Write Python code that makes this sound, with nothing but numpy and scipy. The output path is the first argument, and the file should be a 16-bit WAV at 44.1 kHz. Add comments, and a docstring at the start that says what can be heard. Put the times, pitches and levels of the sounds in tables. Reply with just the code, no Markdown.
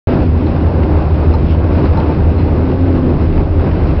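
"""Heavy vehicle on a dirt road

Inside, the periodic firing of six cylinders makes a drone, and the cabin's air booms in resonance.
The driveline's hum beats against it, and its whine swells through a turn. Tyres roar and crunch on grit,
ruts thud, stones tick, loose fittings rattle and squeak, and the body shudders late on. A blower and
wind lie beneath. All is heard through a small microphone of narrow band that rounds off the peaks."""
import sys
import numpy as np
from scipy import signal
from scipy.fft import rfft, irfft, next_fast_len
from scipy.io import wavfile
from scipy.ndimage import uniform_filter1d, map_coordinates

SR = 44100
rng = np.random.default_rng(int(sys.argv[2]) if len(sys.argv) > 2 else 0)


def transcribe(u):
    """Save the signal u as a 16-bit wav file named by the first command-line argument.

    u: samples, shape (n,) or (channels, n), limited to [-1, 1]; the rate is SR.
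    q: integer samples, one column per channel.
    """
    v = np.clip(np.atleast_2d(u).T, -1, 1)
    q = np.round(v * 32767).astype(np.int16)
    wavfile.write(sys.argv[1], SR, q)


N = 176400

# Levels in the tables are relative; a spectrum gives only the shape of a noise.
# Engine firing tone: t/s, f/Hz, level/dB
FIRING = [(.07, 83.87, -12.5), (.15, 80.8, -22), (.22, 81, -11.5), (.5, 78.56, -18), (.8, 77.6, -15),
          (1.3, 77.82, -11), (1.62, 78.07, -11), (1.8, 77.43, -15.5), (1.92, 76.5, -11.5),
          (2.45, 77.7, -15.5), (2.7, 77.46, -20.5), (3.05, 78.78, -25.5), (3.2, 79.85, -14),
          (3.55, 78.55, -15), (4, 77.7, -14.5)]
# Engine orders: cycles per working cycle
ENGINE_ORDERS = [3, 5, 7, 8, 12, 24]
# Those orders against the firing tone: level/dB
ORDER_LEVELS = [-18.5, -8, -6, -15.5, -13, -29.5]
# Driveline rotation: t/s, hum f/Hz, hum level/dB, whine level/dB
HUM_AND_WHINE = [(.1, 82.8, -20.5, -20.5), (.4, 82.87, -19.5, -22.5), (.6, 83.82, -18, -34.5),
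                 (1.3, 83, -22.5, -38), (2.4, 82.15, -22.5, -31), (2.6, 85.1, -20, -20),
                 (2.86, 89.17, -14, -17), (3.13, 83.1, -15, -17.5), (3.22, 82.28, -24, -40),
                 (4, 87.33, -20, -28.5)]
# Roughness of the ride: t/s, rumble level/dB, roar level/dB
ROUGHNESS = [(.08, -16.5, -18), (.17, -19.5, -18), (.27, -22, -26), (.45, -20, -23.5), (.8, -18, -21.5),
             (1.02, -21, -21.5), (1.15, -21, -22), (1.44, -19.5, -22.5), (1.66, -21.5, -23.5),
             (1.86, -17.5, -20), (1.94, -25.5, -24), (2.02, -17, -18), (2.12, -18.5, -21),
             (2.22, -20, -23.5), (3.13, -20, -22.5), (3.26, -21.5, -27), (3.39, -18.5, -22.5),
             (3.48, -24, -27), (3.62, -19, -22), (3.97, -20.5, -24)]
# Grit under the tyres: t/s, level/dB
GRIT_LEVELS = [(.08, -35.5), (.14, -36), (.22, -39), (.35, -42.5), (.46, -39), (.6, -40.5), (1.3, -40.5),
               (1.5, -39.5), (1.6, -43.5), (1.87, -36.5), (1.95, -42), (2.01, -38), (2.12, -37.5),
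               (2.22, -42), (2.42, -38.5), (2.58, -41.5), (2.88, -40), (3.25, -41.5), (3.39, -39.5),
               (3.47, -46), (3.62, -39.5), (3.97, -40)]
# Chassis rumble: f/Hz, level/dB
RUMBLE_SPECTRUM = [(12, -14), (25, -8.5), (48, 2), (65, -0.5), (110, 0), (160, 2), (200, -3.5), (280, -2.5),
                   (350, -4.5), (420, -8), (600, -40)]
# Tyre roar: f/Hz, level/dB
ROAR_SPECTRUM = [(180, -30.5), (300, 0), (338, -4.5), (368, -5), (397, -6.5), (435, -13), (483, -3.5),
                 (662, -9.5), (888, -12.5), (1600, -24), (2080, -46.5), (3520, -120)]
# Grit and stone impacts: f/Hz, level/dB
GRIT_SPECTRUM = [(880, -22), (1500, -4.5), (1910, -3.5), (2080, -2), (2290, -5.5), (2570, -3.5),
                 (3160, -12.5), (5070, -18.5), (5600, -26), (7280, -47.5), (12300, -120)]
# Knocks on the suspension: t/s, f/Hz, level/dB
RUTS = [(0.151, 164.5, -6), (.42, 300, -11.5), (0.541, 150, -9), (.855, 309, -8.5), (1.365, 159.8, -8.5),
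        (1.56, 477, -17), (1.79, 288.3, -9.5), (2.1, 310, -11.5), (2.46, 486.7, -17), (2.625, 265, -14.5),
        (3.035, 341.3, -13.5), (3.115, 145.1, -10.5)]
# The body shaking on its mounts: t/s, level/dB
SHUDDER_LEVELS = [(0, -32.5), (3.05, -27.5), (3.38, -10.5), (3.6, -16.5), (3.72, -28), (3.9, -17.5)]
# Bumps that shake the fittings: t/s, clunk level/dB, jingle level/dB
BUMPS = [(.462, -47, -42), (0.828, -27, -49), (1.338, -16.5, -33.5), (1.973, -23.5, -35),
         (2.093, -22.5, -45.5), (3.872, -39, -42)]
# Modes of a panel: f/Hz, level/dB, T60/s
PANEL_MODES = [(825, -12, .06), (890, -2, 0.12), (990, -3.5, 0.054), (1200, -4, 0.029)]
# Modes of small metal parts: f/Hz, level/dB, T60/s
METAL_MODES = [(4030, 1, 0.031), (4210, -3, 0.036), (5160, -3.5, 0.031)]
# Rubbing fittings: t/s, duration/s, f/Hz, level/dB
RUBS = [(1.967, 0.14, 891, -23), (2.38, 0.046, 4127, -40)]
# Stones flung at the underside: t/s, level/dB
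STONE_HITS = [(.561, -34), (0.833, -28.5), (1.023, -33), (1.72, -34), (1.999, -27), (2.136, -36),
              (3.593, -37), (3.713, -31)]
# One scrape of a tyre: middle t/s, duration/s, level/dB
TYRE_SCRAPE = (1.505, 0.089, -39.5)
# Sliding gravel: f/Hz, level/dB
SCRAPE_SPECTRUM = [(1200, -21), (2200, -3), (3200, -1), (4000, -15), (5500, -13)]
# Blower tones: f/Hz, level/dB
BLOWER_LINES = [(398.5, -33.5), (803, -48.5), (1113, -46.5)]
# Air along the body: f/Hz, level/dB
WIND_SPECTRUM = [(1200, -29), (2500, -1.5), (4000, -2.5), (5300, -8), (7000, -23.5)]


def engine(cylinders=6, throb_hz=3.1, throb_depth_db=.8):
    """Periodic excitation: uneven cylinders add orders to the firing tone; it throbs as the cabin rocks."""
    hz, level_db = curves(FIRING)
    cycles = np.cumsum(hz * (1 + .0042 * wobble(14))) / SR
    orders = sum(amp(db + 2.5 * wobble(7)) * tone(order * cycles / cylinders)
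                 for order, db in zip(ENGINE_ORDERS, ORDER_LEVELS))
    firing = amp(1.6 * wobble(7.4)) * tone(cycles)
    throb_db = throb_depth_db * np.cos(2 * np.pi * throb_hz * (np.arange(N) / SR - .3))
    return amp(level_db + throb_db - 1.45) * (firing + orders)


def driveline():
    """Beating: a hum lies close to the firing tone; a rough whine sounds at three times its frequency."""
    hz, hum_db, whine_db = curves(HUM_AND_WHINE)
    cycles = np.cumsum(hz * (1 + .0039 * wobble(26))) / SR
    whine_cycles = 3 * cycles + .07 * wobble(110)
    whine = amp(whine_db + .52 * wobble(22)) * (tone(whine_cycles) + amp(-13.5) * tone(2 * whine_cycles))
    return amp(hum_db + 1.5 * wobble(10)) * tone(cycles) + whine


def road():
    """Random excitation: chassis rumble, tyre roar and grit, modulated together by the jolts of ruts."""
    rumble_db, roar_db = curves(ROUGHNESS)
    grit_db, = curves(GRIT_LEVELS)
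    jolt_db = wobble(24.22)
    rumble = amp(rumble_db + 4.5) * coloured(rng.standard_normal(N), RUMBLE_SPECTRUM)
    roar = amp(roar_db + .52) * coloured(patchy(depth_db=1), ROAR_SPECTRUM)
    grains = impulses(per_s=94) * amp(2.5 * rng.random(N))
    hiss = coloured(patchy(depth_db=.83), GRIT_SPECTRUM)
    grit = amp(grit_db + .5) * (hiss + amp(-10) * coloured(grains, GRIT_SPECTRUM))
    return amp(jolt_db) * (rumble + roar) + amp(.96 * jolt_db) * grit


def thuds():
    """Damped vibration: ruts knock the suspension and the body answers with a short, dull note."""
    t = np.arange(N) / SR
    return sum(amp(db) * burst(s, fall_s=.08, rise_s=.013) * tone(hz * t + .15 * wobble(70))
               for s, hz, db in RUTS)


def cabin():
    """Resonance: the road drives the enclosed air, which booms, and the mounted body, which shudders."""
    shudder_db, = curves(SHUDDER_LEVELS)
    boom = amp(-23.5) * noise_band(hz=82.6, width_hz=24)
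    return boom + amp(shudder_db) * noise_band(hz=30.5, width_hz=9)


def rattles(contacts=3, gap_s=.0073, loss_db=3.5, crack_t60_s=.03):
    """Repeated impact: each bump rings a panel and its metal parts in quick, weakening contacts."""
    t, out = np.arange(SR // 4) / SR, np.zeros(N + SR)
    for s, clunk_db, jingle_db in BUMPS:
        for k in range(contacts):
            start = int((s + k * gap_s * rng.uniform(.92, 1.2)) * SR)
            jingle = struck(METAL_MODES, t)
            crack = amp(2 - 60 * t / crack_t60_s) * rng.standard_normal(len(t))
            contact = amp(clunk_db) * struck(PANEL_MODES, t) + amp(jingle_db) * (jingle + crack)
            out[start:start + len(t)] += amp(-2.5 - k * loss_db) * contact
    return out[:N]


def squeaks():
    """Friction: rubbing fittings sing briefly at an unsteady pitch."""
    t = np.arange(N) / SR
    return sum(amp(db) * burst(s, fall_s, rise_s=.006) * tone(hz * t + .18 * wobble(130))
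               for s, fall_s, hz, db in RUBS)


def gravel():
    """Impact noise: single stones tick on the underside; dense grains merge into a tyre's scrape."""
    ticks = sum(amp(db) * burst(s, fall_s=.013, rise_s=.00078) for s, db in STONE_HITS)
    middle_s, length_s, db = TYRE_SCRAPE
    swell = amp(db) * np.exp(-(2 * (np.arange(N) / SR - middle_s) / length_s) ** 2)
    scrape = swell * coloured(impulses(per_s=1200), SCRAPE_SPECTRUM)
    return ticks * coloured(rng.standard_normal(N), GRIT_SPECTRUM) + scrape


def blower():
    """Line spectrum: a blower hums in tones that drift slightly in level and phase."""
    t = np.arange(N) / SR
    return sum(amp(db + 1.9 * wobble(4.4)) * tone(hz * t + .16 * wobble(10)) for hz, db in BLOWER_LINES)


def wind():
    """Flow noise: air along the body makes a faint, even hiss."""
    return amp(-54) * coloured(rng.standard_normal(N), WIND_SPECTRUM)


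def struck(modes, t, rise_s=.00087):
    """Free vibration: modes decay exponentially after one contact."""
    ring = sum(amp(db + rng.normal(0, 2) - 60 * t / t60) * tone(hz * (1 + .0029 * rng.normal()) * t)
               for hz, db, t60 in modes)
    return ring * (1 - np.exp(-t / rise_s))


def burst(s, fall_s, rise_s):
    """Transient envelope: a quick rise at s, then a decay of 20 dB per fall_s."""
    t = np.maximum(np.arange(N) / SR - s, 0)
    return (1 - np.exp(-t / rise_s)) * amp(-20 * t / fall_s)


def tone(cycles):
    """Harmonic motion: a sine of rms 1 and random starting phase."""
    return np.sqrt(2) * np.sin(2 * np.pi * (cycles + rng.random()))


def impulses(per_s):
    """Shot noise: impulses of random time and strength."""
    return (rng.random(N) < per_s / SR) * rng.standard_normal(N)


def patchy(depth_db):
    """Random modulation: white noise whose gain varies over time and frequency."""
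    spectra = signal.stft(rng.standard_normal(N), nperseg=512)[2]
    patches = uniform_filter1d(rng.standard_normal(spectra.shape), size=7, axis=0)
    patches = uniform_filter1d(patches, size=9, axis=1)
    return signal.istft(spectra * amp(depth_db * unit(patches)), nperseg=512)[1][:N]


def noise_band(hz, width_hz):
    """Band-pass filtering: a steep-sided band of noise at rms 1."""
    noise = rng.standard_normal(N)
    return unit(filtered(noise, lambda f: 1 / np.sqrt(1 + (2 * (f - hz) / width_hz) ** 6)))


def coloured(x, spectrum):
    """Spectral shaping: x through a spectrum drawn on a log frequency axis, at rms 1."""
    f, db = np.transpose(spectrum)
    return unit(filtered(x, lambda hz: amp(np.interp(np.log(hz + 1), np.log(f + 1), db, right=-120))))


def filtered(x, response):
    """Linear filtering: the spectrum of x times a frequency response."""
    size = next_fast_len(N + SR // 2)
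    return irfft(rfft(x, size) * response(np.fft.rfftfreq(size, 1 / SR)), size)[:N]


def wobble(knots_per_s):
    """Fluctuation: a smooth random curve."""
    return map_coordinates(rng.standard_normal(1024), [np.arange(N) * knots_per_s / SR], mode="mirror")


def curves(rows):
    """Interpolation: one value per sample for each column after the time."""
    s, *columns = np.transpose(rows)
    return [np.interp(np.arange(N) / SR, s, column) for column in columns]


def amp(db):
    """Decibels to amplitude ratio."""
    return 10 ** (np.asarray(db) / 20)


def unit(x):
    """Normalisation to rms 1."""
    return x / np.sqrt(np.mean(x ** 2) + 1e-20)


def scene():
    """Superposition: all sources add in the cabin."""
    drone = engine() + driveline() + blower() + cabin()
    return (drone + road() + thuds() + gravel() + rattles() + squeaks() + wind())[None]


def record(dry, ceiling=.71, knee=8.9, cutoff_hz=5740, start_s=.072, fade_s=.003, top_hz=17100):
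    """Saturation and band limiting: the microphone rounds peaks, cuts treble and opens a moment late."""
    rounded = dry[0] / (1 + np.abs(dry[0] / ceiling) ** knee) ** (1 / knee)
    dulled = filtered(rounded, lambda hz: 1 / np.sqrt(1 + (hz / cutoff_hz) ** 60))
    t = np.arange(N) / SR
    gate = (t > start_s) * np.minimum(t[::-1] / fade_s, 1)
    return filtered(dulled * gate, lambda hz: hz < top_hz)[None]


dry = scene()
out = record(dry)
transcribe(out)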